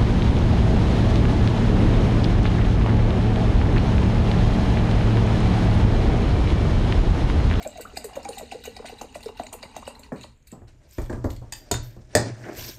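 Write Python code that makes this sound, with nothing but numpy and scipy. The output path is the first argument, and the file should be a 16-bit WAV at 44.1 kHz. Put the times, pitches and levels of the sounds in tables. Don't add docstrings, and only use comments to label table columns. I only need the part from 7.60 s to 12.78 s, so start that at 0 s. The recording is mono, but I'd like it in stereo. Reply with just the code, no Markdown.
import sys
import numpy as np
from scipy import signal
from scipy.fft import rfft, irfft
from scipy.io import wavfile
from scipy.ndimage import uniform_filter1d

SR = 44100
rng = np.random.default_rng(int(sys.argv[2]) if len(sys.argv) > 2 else 0)


def dump(signal):
    limited = np.clip(np.atleast_2d(signal).T, -1, 1)
    pcm = np.round(limited * 32767).astype(np.int16)
    wavfile.write(sys.argv[1], SR, pcm)


N = 228634

# frequency in Hz, relative level in dB.
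HUSH_SPECTRUM = [(12, -61), (20, 1), (70, 2), (134, -9), (204, -17.5), (1120, -32), (2390, -29.5),
                 (3250, -35), (6010, -51), (6910, -29.5), (7730, -41), (13500, -44), (16000, -83)]
# frequency in Hz, relative level in dB.
RUMBLE_SPECTRUM = [(12, -38), (20, 14), (43, -7), (64, 22.5), (156, 3.5), (239, 17), (292, 13.5),
                   (376, -33), (400, 12.5), (520, 5), (880, -120)]
HUSH_DB, RUMBLE_DB = -57, -56

# frequency in Hz, left-right likeness from -1 to 1.
PORT_LIKENESS = [(60, 0.99), (180, 0.91), (550, 0.52), (1650, -0.042), (4970, 0.15), (15000, -0.079)]
# frequency in Hz, t60 in seconds.
ROOM_DECAY = [(100, 0.36), (500, 0.21), (2000, 0.29), (5000, 0.31), (12000, 0.13)]
# frequency in Hz, gain in dB.
WALL_REFLECTION = [(60, -1.5), (300, -3.5), (800, -0.5), (2000, 0.5), (16000, 0)]
# frequency in Hz, gain in dB.
MIC_RESPONSE = [(9000, 3), (9800, 0), (10500, -7.5), (11200, -1), (12000, 1), (14800, -4.5), (16000, -29)]
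EDGE_HZ = 16450
LEFT_LATE_S = 0.05 / 343

# start in seconds, length in seconds, low scrape level in dB,
# rustle level in dB, fine swish level in dB.
RUB_STROKES = [(2.94, 0.035, -64, -86, -99), (3.069, 0.021, -60, -63.5, -97),
               (3.262, 0.17, -96, -58.5, -52.5), (3.682, 0.042, -76, -63, -52),
               (3.953, 0.015, -84, -67, -47), (4.215, 0.051, -60, -59, -48.5),
               (4.337, 0.054, -86, -96, -102), (4.485, 0.2, -41, -51, -94),
               (4.717, 0.21, -49.5, -62.5, -67), (4.818, 0.084, -40.5, -63.5, -70),
               (4.913, 0.18, -52, -42, -36)]
# frequency in Hz, relative level in dB.
SCRAPE_SPECTRUM = [(88, -55), (150, -14.5), (335, -6), (458, -15), (626, -8.5), (684, -14), (1170, -25),
                   (1730, -16.5), (3000, -37.5), (3900, -66), (6600, -120)]
# frequency in Hz, relative level in dB.
RUSTLE_SPECTRUM = [(590, -54), (1000, 3.5), (1280, -9), (1620, 3), (1890, -3), (2240, 4), (3140, 1.5),
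                   (3490, 2), (5900, 5.5), (6700, 0.5), (9600, -3.5), (12500, -84), (21100, -120)]
# frequency in Hz, relative level in dB.
SWISH_SPECTRUM = [(6590, -56), (11200, -33), (11700, -11.5), (13300, -12), (14900, -16), (15500, 0),
                  (16500, -37)]
RUB_RISE_SHARE, RUB_T60_S = 0.4, 0.28
RUB_PATCHY_DB = 3.0
STIR_FROM_S, STIR_SCRAPE_DB, STIR_RUSTLE_DB, STIR_WAVER_DB = 3.09, -61.5, -68.5, 4.0

# start in seconds, level in dB, length in seconds,
# brightness from 0 to 1.
EDGE_TICKS = [(3.308, -50, 0.0069, 0.7), (3.383, -52.5, 0.0052, 0.2), (3.417, -46, 0.0041, .5),
              (3.501, -47, 0.0067, 0), (3.641, -44, 0.0058, 0), (3.923, -25.5, 0.0046, 0),
              (3.926, -30, 0.0033, .5), (3.935, -29.5, 0.0056, 0), (4.112, -15, 0.0069, 0.67),
              (4.118, -23, 0.0023, 0.7), (4.148, -27, 0.0021, 0), (4.551, -7.5, 0.0031, 0.2),
              (4.5553, -18, 0.0026, 0.9), (4.563, -37, 0.0062, 0.2), (4.572, -14, 0.0013, 0.5),
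              (4.972, -35, 0.0033, 0.1)]
# start in seconds, jug wall level in dB, settled wall note in Hz,
# note t60 in seconds, sag in octaves, thud level in dB, table top level in dB, crack level in dB,
# contact in seconds.
BLOWS = [(2.519, -27, 377.5, 0.057, 1.04, -67, -53, -63, 0.00078),
         (2.924, -34.5, 220, 0.053, 0.34, -65, -56, -48.5, 0.0029),
         (3.017, -45, 235, 0.052, 0.068, -43, -59.5, -84, 0.00083),
         (3.382, -26, 149, 0.052, 1.45, -24, -38.5, -40, 0.00071),
         (3.418, -59, 299, 0.072, .1, -42, -47, -46.5, .0015),
         (3.46, -49, 207, 0.065, 0.63, -44, -57, -49.5, 0.00057),
         (3.496, -26.5, 290, 0.033, 0.57, -33, -44.5, -48, 0.00078),
         (3.527, -29.5, 260, 0.027, 0.28, -31, -38.5, -46, 0.00071),
         (3.57, -33.5, 293, .06, 0.14, -55, -46, -88, 0.0048),
         (3.642, -20.5, 250, 0.065, 0.46, -25.5, -37.5, -44, 0.00082),
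         (3.703, -46, 250, 0.076, 0.25, -41, -48, -36.5, 0.0012),
         (3.763, -60, 262.6, 0.071, .1, -41.5, -51, -44.5, .0017),
         (3.817, -37.5, 206, 0.043, 0.17, -35.5, -66, -83, 0.0024),
         (3.922, -54, 820, 0.077, 0.12, -43, -69, -30, 0.00019),
         (4.113, -24.5, 308, 0.041, 0.88, -33, -33.5, -22.5, 0.00069),
         (4.139, -34.5, 201, 0.05, 0.4, -29, -58, -26, 0.0011),
         (4.363, -41.5, 250, 0.062, 0.058, -45, -81, -59, 0.00097),
         (4.552, -12.5, 289.3, 0.062, 1.1, -68, -28, -17, .0012),
         (4.97, -42, 448, 0.087, 0.25, -41, -44.5, -49, 0.00078)]
# frequency in Hz, relative level in dB, t60 in seconds.
TABLE_MODES = [(103.5, -4, 0.42), (116.7, 2, 0.81), (123, -4, 0.2)]
# frequency in Hz, relative level in dB, t60 in seconds.
LEG_MODES = [(31.2, -8.5, 0.72), (65.7, 1.5, 0.12), (92, 4.5, 0.07)]
# frequency in Hz, relative level in dB, t60 in seconds.
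JUG_MODES = [(199, -5, 0.041), (250, -3.5, 0.029), (325, -8.5, 0.041), (431, -4.5, 0.019),
             (588, -1.5, 0.014), (792, -6.5, 0.011), (875, -3, 0.012), (1394, 6, 0.0045),
             (1790, 14, 0.0044), (2400, 12, 0.015)]
# frequency in Hz, relative level in dB.
CRACK_SPECTRUM = [(590, -13), (1000, 0.5), (1220, -22), (1830, 1.5), (2310, 4), (3420, 10), (3750, 7),
                  (4500, 5.5), (5400, -4), (5950, -11), (6800, 1.5), (8260, 2.5), (9720, -1), (10700, -9.5),
                  (12800, -6.5), (14900, -5), (16000, -41)]
# start in seconds, frequency in Hz,
# level in dB, t60 in seconds.
CAP_RINGS = [(3.924, 2600, -31, .04), (3.925, 870, -33, 0.036), (3.928, 4760, -31.5, 0.14),
             (3.925, 8850, -33, 0.033), (3.927, 1800, -40, 0.089), (4.114, 6200, -32, 0.09),
             (4.115, 3665, -23, 0.16), (4.113, 6850, -23.5, .04), (4.113, 8300, -24, 0.032),
             (4.113, 707, -14.5, 0.027), (4.113, 960, -17, 0.028), (4.113, 1390, -22, 0.018),
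             (4.143, 1560, -14.5, 0.0052), (4.5515, 1840, -1.5, 0.012), (4.5525, 618, -3, 0.022),
             (4.556, 1750, -32, .11), (4.559, 4350, -29, 0.2), (4.553, 5380, -32, .06),
             (4.552, 9000, -16.5, 0.019), (4.552, 6700, -23, 0.017)]
# frequency in Hz, relative level in dB.
SLOSH_SPECTRUM = [(40, -20), (90, -0.5), (250, 2), (450, -2.5), (800, -7), (1200, -14), (2200, -37)]
SLOSH_DB, SLOSH_T60_S = -7, 0.22
CRACK_T60_S = 0.01
WALL_SAG_S = 0.0081
CAP_FLUTTER = 0.52

# start in seconds, level in dB before brightness
# weights it, t60 in seconds (10 ms at least), brightness in dB, pitch of the loudest droplet in Hz.
SPLASH_BURSTS = [(.028, -23.5, 0.021, 7.5, 2100), (0.0493, -23.5, 0.012, 7, 2280),
                 (0.0765, -29.5, 0.0092, 27, 7800), (0.128, -54, 0.044, -9, 2700),
                 (0.173, -35.5, 0.059, 4, 2640), (0.2094, -28, 0.071, 7.5, 7450),
                 (0.3576, -48, 0.12, 10, 4030), (0.369, -26.5, 0.048, 3.5, 4030),
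                 (0.373, -15, 0.019, 5, 4720), (0.4437, -22, 0.045, 6.5, 7800),
                 (0.535, -36.5, 0.042, 0, 4770), (0.5553, -30, 0.056, 2, 2300),
                 (0.632, -34.5, 0.032, 11, 5230), (.651, -25.5, 0.02, -4.5, 2250),
                 (0.69, -27.5, 0.022, 13, 8420), (0.719, -45, 0.44, 2, 3900),
                 (0.782, -22, 0.041, 5.5, 3850), (0.916, -28.5, 0.049, -8.5, 2200),
                 (1.039, -23.5, 0.042, 8.5, 3800), (1.0548, -25.5, 0.057, 1, 6460),
                 (1.1661, -29.5, 0.027, -2, 4930), (1.254, -46, 0.27, -10.5, 2420),
                 (1.389, -37.5, 0.047, -2.5, 3830), (1.415, -28.5, 0.045, 11.5, 2700),
                 (1.5467, -29.5, 0.068, -1, 2400), (1.608, -36.5, 0.027, -1, 9050),
                 (1.6303, -29.5, 0.043, 7.5, 3900), (1.6594, -31, 0.036, -1.5, 5160),
                 (1.684, -32, 0.026, -5.5, 2760), (1.7728, -32.5, 0.052, 2, 2700),
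                 (1.792, -35, 0.078, -0.5, 2830), (1.836, -26.5, 0.018, 5, 8200),
                 (1.8684, -27, 0.014, -8.5, 6840), (1.9282, -35, 0.052, 15, 1900),
                 (1.933, -39, 0.017, -13, 7550), (2.0297, -27.5, 0.043, -2, 2770),
                 (2.165, -26, 0.039, 3, 6270), (2.252, -57, 0.15, -11, 3800), (2.276, -31, 0.073, 1, 2770),
                 (2.3538, -31, 0.013, 5, 4040), (2.3944, -35.5, 0.026, 20, 7300),
                 (2.432, -49.5, 0.095, -8.5, 2590), (2.559, -53, 0.6, -6.5, 4000),
                 (2.612, -46, 0.083, -4, 4300), (2.6328, -33.5, 0.039, -4, 2720),
                 (2.776, -54, 0.0093, 6, 7500), (2.827, -50, 0.013, 7, 6300),
                 (2.872, -38.5, 0.053, 4, 2320), (2.9182, -28, 0.014, 2, 7600),
                 (3.081, -45, 0.031, -6, 4200)]
# time in seconds, fizz level in dB, air in the jar in dB.
STREAM_LEVELS = [(0, -48.5, -52.5), (.24, -53, -61), (.6, -53, -51), (1.0, -51, -75), (1.25, -54, -56),
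                 (1.5, -55, -62.5), (1.7, -60, -60.5), (2.08, -53, -55.5), (2.22, -52, -60),
                 (2.36, -59, -55.5), (2.47, -60.5, -65), (2.58, -83, -64), (2.7, -102, -64),
                 (2.8, -102, -99)]
# frequency in Hz, relative level in dB, t60 in seconds.
GLASS_MODES = [(1933, 0, 0.076), (2400, -2, 0.049), (2789, 3, 0.084), (3820, 4, 0.057), (4760, -3, 0.043),
               (6560, 5, 0.019), (8330, 10.5, 0.0097)]
# frequency in Hz, relative level in dB.
FIZZ_SPECTRUM = [(530, -4.5), (900, -5), (1720, -14.5), (2830, -7), (3340, -23.5), (3770, -3.5),
                 (4740, -10.5), (5680, -16), (6640, -6.5), (8450, -6), (10500, -11), (13400, -12),
                 (16000, -32)]
# start in seconds, level in dB.
SPIT_BURSTS = [(0.0752, -43), (0.2109, -34), (0.2423, -44), (0.2793, -44), (0.3182, -66), (0.375, -38),
               (0.412, -46), (0.4434, -26), (0.5541, -46), (0.5691, -43), (0.5944, -54), (0.6509, -49),
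               (0.6898, -36), (0.7193, -48), (0.7497, -41), (0.7846, -28), (0.9258, -40), (1.0375, -35),
               (1.0575, -27), (1.1134, -48), (1.2925, -37), (1.3967, -45), (1.4212, -40), (1.5524, -44),
               (1.6297, -48), (1.6611, -45), (1.7958, -46), (1.8477, -44), (1.8754, -54), (1.927, -34),
               (1.938, -25), (2.0348, -51), (2.1635, -40), (2.1764, -44), (2.1864, -41), (2.2677, -47),
               (2.2777, -40), (2.359, -49), (2.394, -37), (2.4394, -52)]
# frequency in Hz, relative level in dB.
SPIT_SPECTRUM = [(6000, -30), (9000, -16), (12000, -1), (13800, 3), (15200, -6), (16300, -20), (17000, -80)]
SPIT_T60_S = 0.022
SPLASH_RISE_S = 0.0051
SPLASH_LEAD_S, SPLASH_LEAD_DB = 0.0099, -20
DROPLET_DB, DROPLET_DB_PER_OCTAVE = -15, 8.5
AIR_HZ, AIR_HZ_PER_S = 690, 98
GLASS_WANDER, GLASS_WANDER_S = 0.03, 0.05

# start in seconds, level in dB, pitch in Hz,
# t60 in seconds (6 ms at least), rise in seconds, glide in octaves either side of the pitch, pop level in dB.
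GULPED_BUBBLES = [(.005, -39, 705, 0.024, 0.0072, 0.1, -54), (.052, -35.5, 743, 0.014, 0.006, 0.22, -61),
                  (.062, -25, 599, 0.0086, .009, 0.021, -45), (.16, -38.5, 690, 0.015, .009, -0.16, -48),
                  (.183, -37.5, 660, 0.019, .009, -0.028, -59), (.199, -36, 477, 0.0077, 0.0094, 0.23, -39),
                  (0.253, -35, 1300, 0.019, 0.0064, 0.79, -55), (.335, -44, 420, 0.018, 0.012, 0.44, -67),
                  (.371, -32, 745, 0.017, .008, -0.63, -57), (.4, -47, 620, .05, 0.012, 0.15, -57),
                  (.446, -33.5, 462, 0.098, 0.0088, -0.25, -39), (.489, -47, 910, 0.038, 0.016, 1.3, -67),
                  (0.57, -26, 567, 0.0058, 0.0094, -0.22, -32.5),
                  (.654, -31.5, 784, 0.11, 0.0043, 0.063, -35),
                  (.69, -30.5, 497, 0.052, 0.0088, -0.41, -37), (0.773, -37, 788, 0.066, .007, 0.0046, -43),
                  (.798, -40, 690, 0.013, 0.0054, 0.14, -52), (.812, -36, 637, 0.0079, 0.0063, -.2, -38),
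                  (0.828, -36.5, 446, 0.015, 0.012, 0.15, -48), (0.922, -32, 769, 0.015, 0.0073, 0.18, -49),
                  (.933, -40, 680, .012, 0.004, -0.74, -55), (0.949, -33, 478, .011, 0.015, 0.51, -50),
                  (1.008, -50, 477, .03, 0.0088, .1, -63), (1.055, -45.5, 747, .03, 0.0083, 0.36, -42.5),
                  (1.076, -31, 466, 0.0061, 0.0081, 0.17, -56),
                  (1.168, -38.5, 745, 0.016, 0.0057, -.2, -46), (1.199, -37, 456, .015, 0.013, 0.35, -39),
                  (1.247, -35.5, 658, 0.025, 0.0061, 0.37, -38),
                  (1.297, -37.5, 762, 0.026, 0.0077, 0.23, -48),
                  (1.326, -38.5, 463, 0.011, 0.0097, 0.11, -52),
                  (1.414, -30, 810, 0.0054, 0.00436, -0.54, -29),
                  (1.444, -41.5, 492, .018, 0.0088, 0.31, -42),
                  (1.557, -32, 632, 0.0059, 0.0072, -0.43, -35),
                  (1.661, -28.5, 451, 0.039, 0.0065, -0.087, -51),
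                  (1.693, -36.5, 446, 0.012, 0.0081, -0.13, -33.5),
                  (1.798, -25, 724, 0.02, 0.0044, -0.57, -29), (1.838, -41, 650, 0.05, 0.0072, -0.2, -44),
                  (1.928, -44.5, 680, 0.021, 0.0049, -0.71, -38),
                  (1.945, -39.5, 460, 0.013, 0.011, 0.12, -35),
                  (2.034, -41.5, 610, 0.017, 0.0067, -0.46, -35.5),
                  (2.165, -31, 735, 0.014, 0.0036, -0.56, -33),
                  (2.226, -39.5, 1020, 0.02, 0.0059, 0.98, -42), (2.278, -29, 585, 0.027, 0.0028, -.1, -32),
                  (2.393, -48.5, 570, 0.056, 0.006, 0.13, -52),
                  (2.644, -40.5, 568, 0.018, 0.0048, -0.22, -37)]
# frequency in Hz, relative level in dB, t60 in seconds.
NECK_MODES = [(239, 3.5, 0.1), (297, 3.5, 0.055), (640, 14.5, 0.011), (910, -10, 0.018),
              (1447, 0.5, 0.0099)]
GLUG_GLIDE_S = 0.016
GLUG_HOLD_CYCLES = 1.55
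CHURN_DB, CHURN_T60_S = -47, 0.11
POP_TOP_HZ, POP_END_HZ, POP_FALL_S, POP_T60_S = 1300, 260, 0.00477, 0.038


def amp(db):
    return 10 ** (np.asarray(db) / 20)


def evened(x):
    return x / np.sqrt(np.mean(x ** 2) + 1e-20)


def read(points, hz):
    f, value = np.transpose(points)
    return np.interp(np.log(hz + 1), np.log(f + 1), value)


def curves(rows):
    s, *columns = np.transpose(rows)
    return [np.interp(np.arange(N) / SR, s, c, left=-120, right=-120) for c in columns]


def add(mix, s, sound):
    part = mix[max(round(s * SR), 0):][:len(sound)]
    part += sound[:len(part)]


def coloured(x, points):
    hz = np.fft.rfftfreq(x.shape[-1], 1 / SR)
    return evened(irfft(rfft(x) * amp(read(points, hz)), x.shape[-1]))


def paired(x):
    size = x.shape[-1]
    same = np.clip(read(PORT_LIKENESS, np.fft.rfftfreq(size, 1 / SR)), -1, 1)
    a, b = rfft(x)
    return irfft(np.array([a, same * a + np.sqrt(1 - same ** 2) * b]), size)


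def ring(modes, length=0.8):
    t = np.arange(round(length * SR)) / SR
    out = np.zeros(len(t))
    for k, (hz, db, t60) in enumerate(modes):
        out += (-1) ** k * amp(db - 60 * t / t60) * np.sin(2 * np.pi * hz * t)
    return out


def random_hits(per_s, spread_db):
    strength = amp(spread_db * np.minimum(rng.exponential(1, N), 4))
    return strength * (rng.random(N) < per_s / SR)


def grainy(per_s, spread_db, smooth):
    grain = np.exp(-np.arange(400) / 70)
    shape = smooth + signal.oaconvolve(random_hits(per_s, spread_db), grain)[:N]
    return evened(shape * rng.standard_normal(N))


def patchy(x, depth_db):
    z = signal.stft(x, nperseg=256)[2]
    patches = rng.standard_normal(z.shape[::-1])
    patches = uniform_filter1d(patches, size=6, axis=0)
    patches = uniform_filter1d(patches, size=8, axis=1)
    return evened(signal.istft(z * amp(depth_db * evened(patches).T), nperseg=256)[1][:N])


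def hush():
    pouring = np.interp(np.arange(N) / SR, [2.6, 2.8], [1, 0])
    a, b = rng.standard_normal((2, 2, N))
    quiet = amp(HUSH_DB) * coloured(a, HUSH_SPECTRUM)
    rumble = amp(RUMBLE_DB) * pouring * coloured(b, RUMBLE_SPECTRUM)
    return paired(quiet + rumble)


def room(x):
    out = 0
    x = irfft(rfft(x) * amp(read(WALL_REFLECTION, np.fft.rfftfreq(N, 1 / SR))), N)
    for k in range(3):
        taps = np.zeros((2, SR // 2))
        slots = np.arange(200, SR // 2 - 20, 20)
        at = slots + rng.integers(0, 20, (2, len(slots)))
        np.put_along_axis(taps, at, rng.choice([-1., 1.], at.shape), 1)
        hz, t, z = signal.stft(taps, SR, nperseg=256)
        decay = amp(-60 * t / read(ROOM_DECAY, hz)[:, None])
        tail = paired(signal.istft(z * decay, SR, nperseg=256)[1])
        turn = np.sqrt(2 / 3) * np.cos(2 * np.pi * (9 * np.arange(N) / SR + k / 3))
        tail = tail / np.linalg.norm(tail[0])
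        out = out + signal.fftconvolve((x * turn)[None], tail, axes=1)[:, :N]
    return out


def rubs():
    t, levels = np.arange(N) / SR, np.zeros((3, N))
    waver = amp(STIR_WAVER_DB * evened(uniform_filter1d(rng.standard_normal(N), size=3000)))
    stir = np.clip((t - STIR_FROM_S) / 0.37, 0, 1) * waver
    levels[:2] += amp([[STIR_SCRAPE_DB], [STIR_RUSTLE_DB]]) * stir
    for s, length, *dbs in RUB_STROKES:
        swell = np.clip((t - s) / (RUB_RISE_SHARE * length), 0, 1) ** 2
        fade = amp(-60 * np.maximum(t - s - length, 0) / RUB_T60_S)
        levels += amp(dbs)[:, None] * swell * fade
    out = np.zeros((2, N))
    for level, colour in zip(levels, (SCRAPE_SPECTRUM, RUSTLE_SPECTRUM, SWISH_SPECTRUM)):
        grains = np.array([patchy(grainy(900., 2.5, 3.), RUB_PATCHY_DB) for port in "LR"])
        out += level * coloured(grains, colour)
    return paired(out)


def ticks():
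    out = np.zeros((2, N))
    noise = coloured(rng.standard_normal(size=(len(EDGE_TICKS), 2000)), CRACK_SPECTRUM)
    for (s, db, length, bright), hiss in zip(EDGE_TICKS, noise):
        burst = np.hanning(round(length * SR))
        hiss = evened(hiss - np.clip(bright, 0, 1) * uniform_filter1d(hiss, size=7))
        for port, late in zip(out, (LEFT_LATE_S, 0)):
            add(port, s + late, amp(db) * burst * hiss[:len(burst)])
    return out


def cap_rings():
    out = np.zeros((2, N))
    for s, hz, db, t60 in CAP_RINGS:
        pair = ring([(hz, db, t60), (hz * 1.02, db - 6, t60 * 0.6)], length=0.25)
        flutter = evened(uniform_filter1d(rng.standard_normal(len(pair)), size=300))
        onset = np.minimum(np.arange(len(pair)) / 400, 1)
        pair = pair * (1 + CAP_FLUTTER * flutter * onset)
        add(out[0], s + 0.00013, pair)
        add(out[1], s, pair)
    return out


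def jug_wall(jug, hz, note_t60, sag, contact, t):
    chatter = rng.standard_normal(2000) * 0.15 * np.exp(-t[:2000] / 0.0047)
    rattle = signal.unit_impulse(2000) + chatter
    push = np.hanning(max(round(contact * SR), 1) + 2)
    push = push / push.sum()
    modes = signal.oaconvolve(jug[:len(t)], np.convolve(rattle, push))[:len(t)]
    turns = np.cumsum(hz * 2 ** (sag * np.exp(-t / WALL_SAG_S))) / SR
    note = amp(3.0 - 60 * t / note_t60) * np.sin(2 * np.pi * turns)
    note = np.convolve(note, push)[:len(t)]
    slosh = amp(SLOSH_DB - 60 * t / SLOSH_T60_S) * coloured(rng.standard_normal(len(t)), SLOSH_SPECTRUM)
    bend = 1 - np.exp(-t / 0.0028)
    return (modes + note + slosh) * bend


def knocks():
    out, t = cap_rings(), np.arange(12000) / SR
    noise = coloured(rng.standard_normal(size=(len(BLOWS), 3, len(t))), CRACK_SPECTRUM)
    jug, top, legs = ring(JUG_MODES, length=0.3), ring(TABLE_MODES), ring(LEG_MODES)
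    swing = 1 - np.exp(-np.arange(len(top)) / SR / 0.0041)
    crack_fade = (1 - np.exp(-t / 0.00081)) * (amp(-60 * t / CRACK_T60_S) + 0.69 * np.exp(-t / 0.0066))
    for blow, (shared, *port_noise) in zip(BLOWS, noise):
        s, db, hz, note_t60, sag, thud_db, top_db, crack_db, contact = blow
        wall = amp(db) * jug_wall(jug, hz, note_t60, sag, contact, t)
        table = swing * (amp(thud_db) * legs + amp(top_db) * top)
        for port, late, own in zip(out, (LEFT_LATE_S, 0), port_noise):
            add(port, s, table)
            add(port, s + late, wall)
            add(port, s + late, amp(crack_db) * crack_fade * (shared + 0.49 * own))
    return out


def spits():
    t, out = np.arange(2000) / SR, np.zeros(N)
    noise = coloured(rng.standard_normal(size=(len(SPIT_BURSTS), len(t))), SPIT_SPECTRUM)
    for (s, db), hiss in zip(SPIT_BURSTS, noise):
        add(out, s, amp(db - 60 * t / SPIT_T60_S) * (1 - np.exp(-t / 0.00067)) * hiss)
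    return out


def blip(hz, cycles, glide):
    turns = np.arange(round(4 * cycles / hz * SR)) / SR * hz
    shape = (1 - np.exp(-turns / 2.0)) * np.exp(-turns / cycles)
    return shape * np.sin(2 * np.pi * turns * (1 + glide * turns / cycles))


def droplets(per_s, spread_db, count=36):
    out, size = np.zeros(N), rng.integers(0, count, N)
    hits = random_hits(per_s, spread_db)
    for k, hz in enumerate(np.geomspace(1500, 14000, count)):
        a, b = rng.random(2)
        bubble = amp(read(FIZZ_SPECTRUM, hz)) * np.sqrt(hz) * blip(hz, 3. + 8. * a, 0.025 * b)
        out += signal.oaconvolve(hits * (size == k), bubble)[:N]
    return evened(out)


def wet_glass(drive):
    drift = rng.standard_normal((len(GLASS_MODES), N))
    drift = uniform_filter1d(drift, size=round(GLASS_WANDER_S * SR), axis=1)
    out = np.zeros(N)
    for (hz, db, t60), wander in zip(GLASS_MODES, drift):
        turn = np.exp(2j * np.pi * np.cumsum(hz * (1 + GLASS_WANDER * evened(wander))) / SR)
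        out += amp(db) * (turn * signal.lfilter([1], [1, -amp(-60 / (t60 * SR))], drive / turn)).real
    return out


def jar_air():
    turn = np.exp(2j * np.pi * np.cumsum(AIR_HZ + AIR_HZ_PER_S * np.arange(N) / SR) / SR)
    r = np.exp(-np.pi * 110. / SR)
    return evened((turn * signal.lfilter([1 - r], [1, -r], grainy(500., 3.5, 0.25) / turn)).real)


def splash():
    fizz_db, air_db = curves(STREAM_LEVELS)
    dull, bright, plinks = amp(fizz_db), np.zeros(N), np.zeros(N)
    t = np.arange(8000) / SR
    rise = SPLASH_RISE_S
    for s, db, t60, tilt_db, hz in SPLASH_BURSTS:
        burst = amp(db - 60 * t / max(t60, 0.01)) * (1 - np.exp(-t / rise))
        lead = amp(db + SPLASH_LEAD_DB - abs(tilt_db)) * np.exp(-t[2000::-1] / SPLASH_LEAD_S)
        add(dull, s - t[2000], lead[max(2000 - round(s * SR), 0):])
        add(dull, s - rise / 2, burst * amp(-tilt_db))
        add(bright, s - rise / 2, burst * amp(tilt_db - 3.5))
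        drop_db = DROPLET_DB + DROPLET_DB_PER_OCTAVE * np.log2(hz / 2500)
        add(plinks, s, amp(db + drop_db) * blip(hz, 12.8, 0.013))
    drops = patchy(grainy(500., 2.4, 0.2), 6.34)
    sharp_drops = np.diff(drops, 2, prepend=[0, 0])
    spray = amp(-14.) * dull * coloured(drops, FIZZ_SPECTRUM)
    spray += bright * coloured(sharp_drops, FIZZ_SPECTRUM)
    bubbles = amp(-5.5) * dull * droplets(4500., 4.75)
    glass = wet_glass(dull * grainy(600.0, 3.4, 0.2))
    glass *= amp(-6.5) * np.std(bubbles) / np.std(glass)
    return spits() + spray + bubbles + plinks + glass + amp(air_db) * jar_air()


def glugs():
    bubbles, thumps = np.zeros((2, N))
    t = np.arange(8000) / SR
    fall = np.cumsum(POP_END_HZ + (POP_TOP_HZ - POP_END_HZ) * np.exp(-t / POP_FALL_S)) / SR
    pop = (1 - np.exp(-t / 0.00081)) * amp(-60 * t / POP_T60_S) * np.sin(2 * np.pi * fall)
    for s, db, hz, t60, rise, octaves, pop_db in GULPED_BUBBLES:
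        swell = np.sin(np.pi / 2 * np.minimum(t / rise, 1)) ** 2
        since_hold = np.maximum(t - rise - GLUG_HOLD_CYCLES / hz, 0)
        shape = swell * amp(-60 * since_hold / max(t60, 0.006))
        turns = np.cumsum(hz * 2 ** (octaves * np.tanh((t - rise) / GLUG_GLIDE_S))) / SR
        add(bubbles, s - rise / 2, amp(db) * shape * np.sin(2 * np.pi * turns))
        add(bubbles, s - rise / 2, amp(pop_db) * pop)
        add(thumps, s, amp([db]))
    churn = signal.oaconvolve(thumps, amp(-60 * t / CHURN_T60_S))[:N] * grainy(700., 2.3, 0.23)
    drive = amp(-18.0) * thumps + amp(CHURN_DB) * churn
    return bubbles + signal.oaconvolve(drive, ring(NECK_MODES))[:N]


def scene():
    gulps, spray, blows = glugs(), splash(), knocks() + ticks()
    pour = gulps + spray
    near = np.array([pour, np.roll(pour, shift=2)]) * amp([[0.15], [-0.15]])
    room_send = amp(-7.0) * gulps + amp(-11.5) * spray + amp(-4) * blows.mean(0)
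    return near + blows + room(room_send) + rubs() + hush()


def record(dry):
    heard = irfft(rfft(dry) * amp(read(MIC_RESPONSE, np.fft.rfftfreq(N, 1 / SR))), N)
    soft = 0.99 * np.tanh(heard / 0.99)
    edge = signal.firwin(511, EDGE_HZ, window=("kaiser", 9), fs=SR)
    return signal.oaconvolve(soft, edge[None], "same")


dry = scene()
out = record(dry)
dump(out)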